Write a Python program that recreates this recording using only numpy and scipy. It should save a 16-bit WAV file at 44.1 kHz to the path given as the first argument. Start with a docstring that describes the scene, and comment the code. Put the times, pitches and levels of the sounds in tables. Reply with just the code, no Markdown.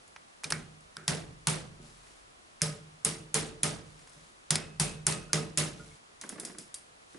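"""In a workshop, pliers tap the steel drive chain of a motorcycle on its stand, off to the right.
Each tap is a noise crack with clinking links, a ringing frame and a fading noise after-sound.
After a jump in time the wheel is turned: links click over the sprocket as short noise bursts
and the hub knocks dully in low noise. Sleeves rustle in tiny grains, single parts tink as lone
modes, and a steady hiss of shaped noise lies underneath."""
import sys
import numpy as np
from scipy import signal
from scipy.fft import rfft, irfft
from scipy.io import wavfile
from scipy.ndimage import uniform_filter1d

SR = 44100
rng = np.random.default_rng(int(sys.argv[2]) if len(sys.argv) > 2 else 0)


def to_wav(sig):
    """Store sig (one row per channel, or 1-D mono) as 16-bit WAV at the path in sys.argv[1].

    Samples outside -1..1 are clipped; the rate is SR.
    """
    pcm = np.clip(np.atleast_2d(sig), -1, 1) * 32767
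    pcm = np.round(pcm).astype(np.int16)
    wavfile.write(sys.argv[1], SR, pcm.T)  # frames by channels


N = 316638
T = np.arange(N) / SR

# blows on the chain: (time [s], crack level [dB], dullness [dB], skid [ms], stand thump [dB],
# frame clank [dB], shake of the links [dB], strongest clink [dB], pitch of that clink [Hz])
TAPS = [(0.442, -24.5, -5.5, 5.5, -51.5, -55, -71, -30, 6330),
        (0.5035, -15, -11.5, 2.1, -45.5, -38.5, -55, -45, 10100),
        (0.5226, -13.5, -1.5, 2.4, -40, -43.5, -43, -28.5, 2090),
        (0.968, -29.5, 2, 1.35, -53, -46.5, -57.5, -41, 1470),
        (1.0798, -8, -4, 0.61, -32.5, -35.5, -30.5, -22.5, 4840),
        (1.4711, -7.5, -9.5, 1.9, -32, -50, -28.5, -18, 9200),
        (2.6181, -9.5, -29, 2, -35.5, -36, -32.5, -18.5, 5400),
        (3.0492, -6, -29, 0.54, -36, -32.5, -31, -14, 10700),
        (3.3432, -11, -14.5, 1.6, -35.5, -28.5, -28, -18.5, 8800),
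        (3.6327, -8.5, -12, 0.88, -33, -31.5, -30, -16, 7550),
        (4.5065, -8, -7, 3.7, -33.5, -45, -32, -16.5, 6300),
        (4.5555, -12.5, -2.5, 3.9, -69, -39, -59, -26.5, 3475),
        (4.7987, -12.5, -6, 1.8, -31, -36.5, -33, -17.5, 10630),
        (5.0673, -6.5, -17.5, 2.3, -32.5, -36.5, -29, -16.5, 8200),
        (5.124, -23, -5, 2.1, -52, -35.5, -60, -34, 6350),
        (5.332, -7.5, -7, 2.1, -32.5, -29, -31, -17.5, 5500),
        (5.5746, -11.5, -28, 0.66, -31.5, -29.5, -27, -26.5, 5470)]
# the frame rocks back on its stand: (time [s], thump level [dB])
NUDGES = [(1.788, -46), (2.808, -82), (4.159, -58.5), (5.789, -48)]
# moments when the pliers are left ringing: (time [s], level [dB])
PLIER_RINGS = [(3.345, -56), (4.557, -48), (4.80, -45), (5.07, -44), (5.333, -54)]
# single links and jaws clicking: (time [s], crack level [dB], dullness [dB],
# shake of the links [dB], pitch of the strongest clink [Hz])
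CLICKS = [(0.0776, -46.5, -13, -78, 10000), (0.1624, -47.5, 15, -84, 1790), (0.436, -32.5, 2, -45.5, 7500),
          (0.455, -47, -6, -73, 7500), (0.507, -24, -2, -47, 9550), (0.636, -54, -5, -80, 10000),
          (0.8075, -54, -22, -78, 9000), (2.0686, -66, 9, -68, 3500), (2.611, -48, 9.5, -77, 1470),
          (3.9926, -48.5, -1, -64, 7000), (4.073, -46, -2, -75, 4530), (4.096, -46.5, -9, -78, 9000),
          (4.1322, -47, -10, -77, 6380), (4.8037, -19, -11.5, -32, 8000), (6.2131, -29.5, -12, -48.5, 6900),
          (6.2918, -24.5, -16, -49.5, 10630), (6.379, -56, 9, -62, 2090), (6.3985, -25.5, -22, -50, 10100),
          (6.4502, -25, -19, -47.5, 5530), (6.5848, -29, -23, -51, 6380), (6.7426, -25.5, -18, -52.5, 9600)]
# dull knocks of the turning wheel: (time [s], thud level [dB], tick level [dB])
KNOCKS = [(6.215, -41, -39), (6.236, -32.5, -31), (6.297, -35, -39.5), (6.323, -30, -38), (6.358, -37, -41),
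          (6.382, -36, -36.5), (6.404, -44, -43), (6.432, -31, -40), (6.472, -36.5, -43),
          (6.497, -36, -39.5), (6.548, -44, -43.5), (6.582, -33, -47), (7.146, -31.5, -44.5)]
# faint pitched tinks of single parts: (time [s], level [dB], pitch [Hz], 60 dB fade [s])
TINKS = [(0.4396, -23.5, 2390, 0.016), (.443, -30.5, 3700, 0.02), (.466, -60, 6030, 0.066),
         (2.806, -59, 1400, 0.081), (5.292, -52, 1430, 0.1), (5.795, -55, 1425, 0.18),
         (5.91, -57, 2183, 0.093), (6.746, -50, 4700, 0.12)]
# sleeves and slack links rustling: (start [s], length [s], level [dB])
RUSTLES = [(1.802, 0.37, -61), (3.837, 0.44, -62.5), (5.768, 0.15, -57), (6.2, 0.25, -72),
           (7.08, 0.11, -61)]

# ringing modes of the stand: (pitch [Hz], level [dB], 60 dB fade [s], starting direction [+1 or -1])
STAND_MODES = [(43.74, -22, 2.34, 1), (84.3, -27, 1.6, -1), (94.5, -17, 0.87, 1), (129.9, -16.5, 1.15, -1),
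               (152.96, -6, 0.71, 1), (156.37, -2, 0.72, 1), (177.9, -16, 0.87, -1), (207.7, -12, 0.63, 1)]
# ringing modes of the frame: (pitch [Hz], level [dB], 60 dB fade [s])
FRAME_MODES = [(234.7, -16.5, 0.57), (309.5, -21.5, 0.97), (340, -27, 0.64), (371, -14.5, 0.41),
               (442.6, -14.5, 0.69), (588, -14, 0.48), (768, -26.5, 0.32), (1254, -20, 0.45)]
# ringing modes of the pliers: (pitch [Hz], level [dB], 60 dB fade [s])
PLIER_MODES = [(2568, 0, .5), (2810, -6, .45), (3714, -12, .4), (4452, -12, .4)]
# resonances of the links: (pitch [Hz], width [Hz], 60 dB fade of the tail [s])
LINK_MODES = [(1493, 370, 0.4), (2123, 510, 0.27), (3450, 480, 0.24), (5175, 560, 0.27), (6296, 910, 0.132),
              (8730, 580, 0.31), (10700, 2500, 0.21)]
# how readily each link resonance speaks, in the order of LINK_MODES: (level [dB])
LINK_EASE = [-0.5, -1.5, -10.5, -6, -5.5, -6.5, -4]
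# after-sound of shaken links and walls: (frequency [Hz], relative level [dB per Hz],
# 60 dB fade [s], rise [ms], left-right likeness [-1 to 1])
AFTER_SOUND = [(65, 2.5, 0.89, 170, 0.3), (148, 5, 0.76, 36, 0.19), (420, 9.5, 0.59, 51, 0.14),
               (955, 5, 0.46, 12.8, 0.42), (2690, 4.5, 0.42, 1.9, 0.13), (5900, 2.5, 0.37, 1.1, 0.56),
               (10900, 3.5, 0.3, 0.98, 0.76)]
# colour of the steady hiss: (frequency [Hz], relative level [dB per Hz])
AIR_COLOUR = [(12, -37), (20, -10), (239, -8), (295, -8), (764, -5), (827, -7.5), (1230, -5), (1440, -8.5),
              (2790, -13), (11000, -21.5), (14300, -55), (22000, -120)]
# how alike the hiss is on both sides: (frequency [Hz], left-right likeness [-1 to 1])
AIR_ALIKE = [(60, 1), (130, 0.51), (270, 0.032), (570, -0.5), (1210, -0.67), (2580, -0.42), (5460, 0.063),
             (11600, 0.79)]
# balance of the work between the sides: (frequency [Hz], left minus right [dB])
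LEAN = [(60, 0.5), (110, -4), (190, -0.5), (350, -3.5), (620, -0.5), (1120, -3), (2000, -2), (3600, -0.5),
        (6460, -0.5), (11600, -0.5)]

JUMP_S = 5.97  # taps and their ringing are silent from here on
MID_DB, LOW_DB = 2, -3  # tap crack at 3-5 kHz and 1-3 kHz, added to the dullness
NUDGE_CLANK_DB = -2  # frame clank of a nudge, compared with its thump
LINK_TAIL_DB = -12  # slow tail of a clink
CLINK_DB_PER_OCT, CLINK_SCATTER_DB = 11, 2.5  # loss away from the strongest pitch; random spread
AFTER_TILT_DB, TILT_PER_DULL = -0.45, 0.071  # per octave; a dull blow leaves a darker after-sound
CHATTER_DB = 2.5  # size of the level jumps in the after-sound
AFTER_BANDS_HZ = 30 * 2 ** np.arange(0, 9.1, .5)  # half-octave steps
CLICK_FALL_MS, CLICK_CLINK_DB = 3.8, -8
RUSTLE_RISE_S, RUSTLE_FALL_S, RUSTLE_PATCHY_DB = 0.026, 0.093, 2
AIR_DB = -61.5
TOP_EDGE_HZ = 11300


def taps():
    """Pliers hit the chain: cracks, ringing metal, clinks and after-sound, cut at the jump in time."""
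    s, db, dull, skid, thump, clank, shake, clink, pitch = np.transpose(TAPS)
    nudge_s, nudge_db = np.transpose(NUDGES)
    push_s = np.r_[s, nudge_s]
    stand = ring(push_s, np.r_[thump, nudge_db], STAND_MODES,
                 push_ms=8, scatter_db=1.6, rough=.4, phase_spread=.35)
    frame = ring(push_s, np.r_[clank, nudge_db + NUDGE_CLANK_DB], FRAME_MODES,
                 push_ms=11.0, scatter_db=3.0, rough=0.84, phase_spread=1.62)
    pliers = ring(*np.transpose(PLIER_RINGS), PLIER_MODES,
                  push_ms=70, scatter_db=1, rough=.25, phase_spread=2)
    sound = cracks(s, db, dull + MID_DB, dull + LOW_DB, 1.0, skid)
    sound += stand + frame + pliers
    sound += links(s, clink, clinks(pitch))
    sound += after(s, shake, AFTER_TILT_DB - TILT_PER_DULL * dull)
    return sound * np.clip((JUMP_S - T) / 0.011, 0, 1)


def cracks(s, db, mid_db, low_db, rise_ms, fall_ms):
    """Steel on steel: one sharp snap, then a few milliseconds of micro-impacts, as noise in three bands."""
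    out = np.zeros((2, N))
    lead = 400  # samples ahead of the blow
    t_ms = np.arange(-lead, 1600) / SR * 1000
    edges_hz = ((6360, 11300), (3480, 5540), (717, 3120))
    for k in range(len(s)):
        before = 0.16 * np.exp(t_ms / rise_ms)
        skid = 1.36 * np.exp(-t_ms / max(fall_ms[k], .3))
        snap = 0.63 * np.exp(-np.abs(t_ms) / 0.22)
        shape = np.where(t_ms < 0, before, skid + snap)
        # one shared noise plus a little of its own on each side
        grit = rng.standard_normal((3, len(t_ms))) * shape
        grit = grit[0] + 0.069 * grit[1:]
        burst = 0
        for gain_db, (lo, hi) in zip((0, mid_db[k], low_db[k]), edges_hz):
            part = band(grit, lo, hi)
            burst = burst + undb(gain_db) * part / np.abs(part).max()
        i = int(s[k] * SR) - lead
        out[:, i:i + len(t_ms)] += burst * undb(db[k])
    return out


def ring(s, db, modes, push_ms, scatter_db, rough, phase_spread):
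    """Each blow shares its push anew among the modes; loose joints make the rings waver on each side."""
    out = np.zeros((2, N))
    push = np.hanning(int(push_ms * SR / 1000) + 3)
    step = 600  # samples between the random points of the waver
    for hz, mode_db, t60, *way in modes:
        luck = rng.standard_normal((len(s), 2))
        size = undb(db + mode_db + scatter_db * luck[:, 0]) * np.exp(1j * phase_spread * luck[:, 1])
        # each ring starts afresh at its blow
        size *= np.sign(way or 1) * np.exp(-2j * np.pi * hz * s)
        swell = signal.fftconvolve(fade(spikes(s, size), t60), push / push.sum())[:N]
        held = rng.standard_normal((3, N // step + 2, 2)) @ [1, 1j]
        sides = held[0] + .4 * held[1:]
        waver = np.array([np.interp(np.arange(N) / step, np.arange(len(h)), h) for h in sides])
        out += (swell * (1 + rough * waver) * np.exp(2j * np.pi * hz * T)).imag
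    return out


def links(s, db, shares_db):
    """Close link modes blur together: a narrow noisy clink at each blow, with a slow tail."""
    out = 0
    for share_db, (hz, width, t60) in zip(shares_db, LINK_MODES):
        hits = spikes(s, undb(db + share_db))
        shape = undb(0.5) * fade(hits, 0.011).real + undb(LINK_TAIL_DB) * fade(hits, t60).real
        noise = rng.standard_normal(N) + 0.45 * rng.standard_normal((2, N))
        noise = band(noise, hz - width / 2, hz + width / 2)
        out = out + shape * noise / noise.std()
    return out


def clinks(pitch_hz):
    """Share of each link resonance [dB]: favours the pitch of the struck spot, with random scatter."""
    away_oct = np.abs(np.log2(np.array(LINK_MODES)[:, :1] / pitch_hz))
    scatter = CLINK_SCATTER_DB * rng.standard_normal(away_oct.shape)
    return np.array(LINK_EASE)[:, None] - CLINK_DB_PER_OCT * away_oct + scatter


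def after(s, db, tilt_db):
    """Shaken links and walls: noise bands, each swelling and dying at its own pace after every blow."""
    out = 0
    hz = np.fft.rfftfreq(N, 1 / SR) + 1
    noise = pair(along(hz, AFTER_SOUND, 4)) * undb(along(hz, AFTER_SOUND, 1))
    for centre in AFTER_BANDS_HZ:
        window = np.cos(np.pi / 2 * np.clip(2 * np.log2(hz / centre), -1, 1)) ** 2
        part = irfft(noise * window, N)
        hits = spikes(s, undb(2 * (db + tilt_db * np.log2(centre / 4000))))
        # half the fade time, as this is power and the root is taken below
        power = fade(hits, along(centre, AFTER_SOUND, 2) / 2).real
        rise = along(centre, AFTER_SOUND, 3) * SR / 1000
        power = uniform_filter1d(power, int(rise) | 1, origin=int(rise / 2))
        # slack links chatter: the level jumps every few milliseconds
        chatter = uneven(200) * (centre > 600)
        out = out + part * np.sqrt(np.maximum(power, 0)) * undb(CHATTER_DB * chatter)
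    return out * np.sqrt(N) / 2


def clicks():
    """Light contacts of links and jaws: thin, bright, too weak to shake the frame."""
    s, db, dull, shake, pitch = np.transpose(CLICKS)
    sound = cracks(s, db, 0.25 * dull - 5.5, dull, .7, np.full(len(s), CLICK_FALL_MS))
    sound += links(s, db + CLICK_CLINK_DB, clinks(pitch))
    return sound + after(s, shake, -.25 * dull - 1)


def knocks():
    """Soft bumps of the turning wheel: short noise in a hollow low band and a crisp tick above."""
    s, thud_db, tick_db = np.transpose(KNOCKS)
    noise = rng.standard_normal(N) + 0.44 * rng.standard_normal((2, N))
    thuds = band(noise * fade(spikes(s, undb(thud_db)), 0.29).real, 164, 392)
    hits = spikes(s, undb(tick_db))
    ticks = noise * (fade(hits, .04) + .35 * fade(hits, .2)).real
    # filtered twice for steeper edges
    ticks = band(band(ticks, 600, 2200), 600, 2200)
    return thuds + ticks


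def tinks():
    """Single parts ring faintly, each as one short lone mode."""
    out = 0
    for s, db, hz, t60 in TINKS:
        out = out + ring(np.array([s]), db, [(hz, 0, t60)],
                         push_ms=6.3, scatter_db=3.0, rough=0.5, phase_spread=0)
    return out


def rustle():
    """Sleeves and slack links: dense tiny grains, a few much larger, in spells that rise, hold and fall."""
    gain = 0
    for s, length, db in RUSTLES:
        rise = (T - s) / RUSTLE_RISE_S
        fall = 1 + (s + length - T) / RUSTLE_FALL_S
        gain = gain + undb(db) * np.clip(np.minimum(rise, fall), 0, 1)
    patchy = undb(RUSTLE_PATCHY_DB * uneven(2000))
    grains = (rng.random((2, N)) < .08) * rng.standard_normal((2, N))
    grains = grains * undb(1.2 * rng.exponential(size=N))
    grains = band(grains[0] + 1.8 * grains, 470, 11800)
    return gain * patchy * grains / grains.std()


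def air():
    """Steady hiss of the room and microphone: shaped noise, very wide in the middle range."""
    hz = np.fft.rfftfreq(N, 1 / SR) + 1
    hiss = irfft(pair(along(hz, AIR_ALIKE, 1)) * undb(along(hz, AIR_COLOUR, 1)), N)
    return undb(AIR_DB) * hiss / hiss.mean(axis=0).std()


def undb(db):
    """Turn decibels into a plain multiplier."""
    return 10 ** (np.asarray(db) / 20)


def along(hz, table, col):
    """Read a column of a table at any frequency, on a log-frequency axis."""
    rows = np.array(table, float)
    return np.interp(np.log(hz), np.log(rows[:, 0]), rows[:, col])


def band(x, lo, hi):
    """Keep only the sound between two frequencies [Hz]."""
    return signal.sosfilt(signal.butter(2, [lo, hi], "band", fs=SR, output="sos"), x)


def pair(alike):
    """Spectra of left and right noise: a shared part, and a part that is opposite on the two sides."""
    alike = np.clip(alike, -.95, .99)
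    mid, side = rng.standard_normal((2, N // 2 + 1, 2)) @ [1, 1j]
    return np.sqrt(1 + alike) * mid + np.sqrt(1 - alike) * side * np.array([[1], [-1]])


def spikes(s, size):
    """One-sample spikes at the given times [s]."""
    out = np.zeros(N, np.asarray(size).dtype)
    np.add.at(out, (np.asarray(s) * SR).astype(int), size)
    return out


def fade(x, t60):
    """Let every spike die away smoothly, by 60 dB in t60 seconds."""
    return signal.lfilter([1], [1, -np.exp(-np.log(1000) / (t60 * SR))], x)


def uneven(hold):
    """Random steps held for some samples, with softened edges."""
    steps = np.repeat(rng.standard_normal(N // hold + 1), hold)[:N]
    return uniform_filter1d(steps, size=hold // 2)


def scene():
    """All the work leans to the right; the hiss is added beneath it."""
    work = taps() + clicks() + knocks() + tinks() + rustle()
    # the work is off to the right; the camera body shades the left microphone
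    lean_db = along(np.fft.rfftfreq(N, 1 / SR) + 1, LEAN, 1) * np.array([[.5], [-.5]])
    return irfft(rfft(work) * undb(lean_db), N) + air()


def record(dry):
    """The camera cuts the top; the steep cut adds no delay, so sharp clicks ring faintly ahead."""
    soft_cut = signal.butter(8, 14500, fs=SR, output="sos")
    steep_cut = signal.cheby2(12, 19, TOP_EDGE_HZ, fs=SR, output="sos")
    # run forwards and backwards, which cancels the delay
    return signal.sosfiltfilt(steep_cut, signal.sosfilt(soft_cut, dry))


dry = scene()
out = record(dry)
to_wav(out)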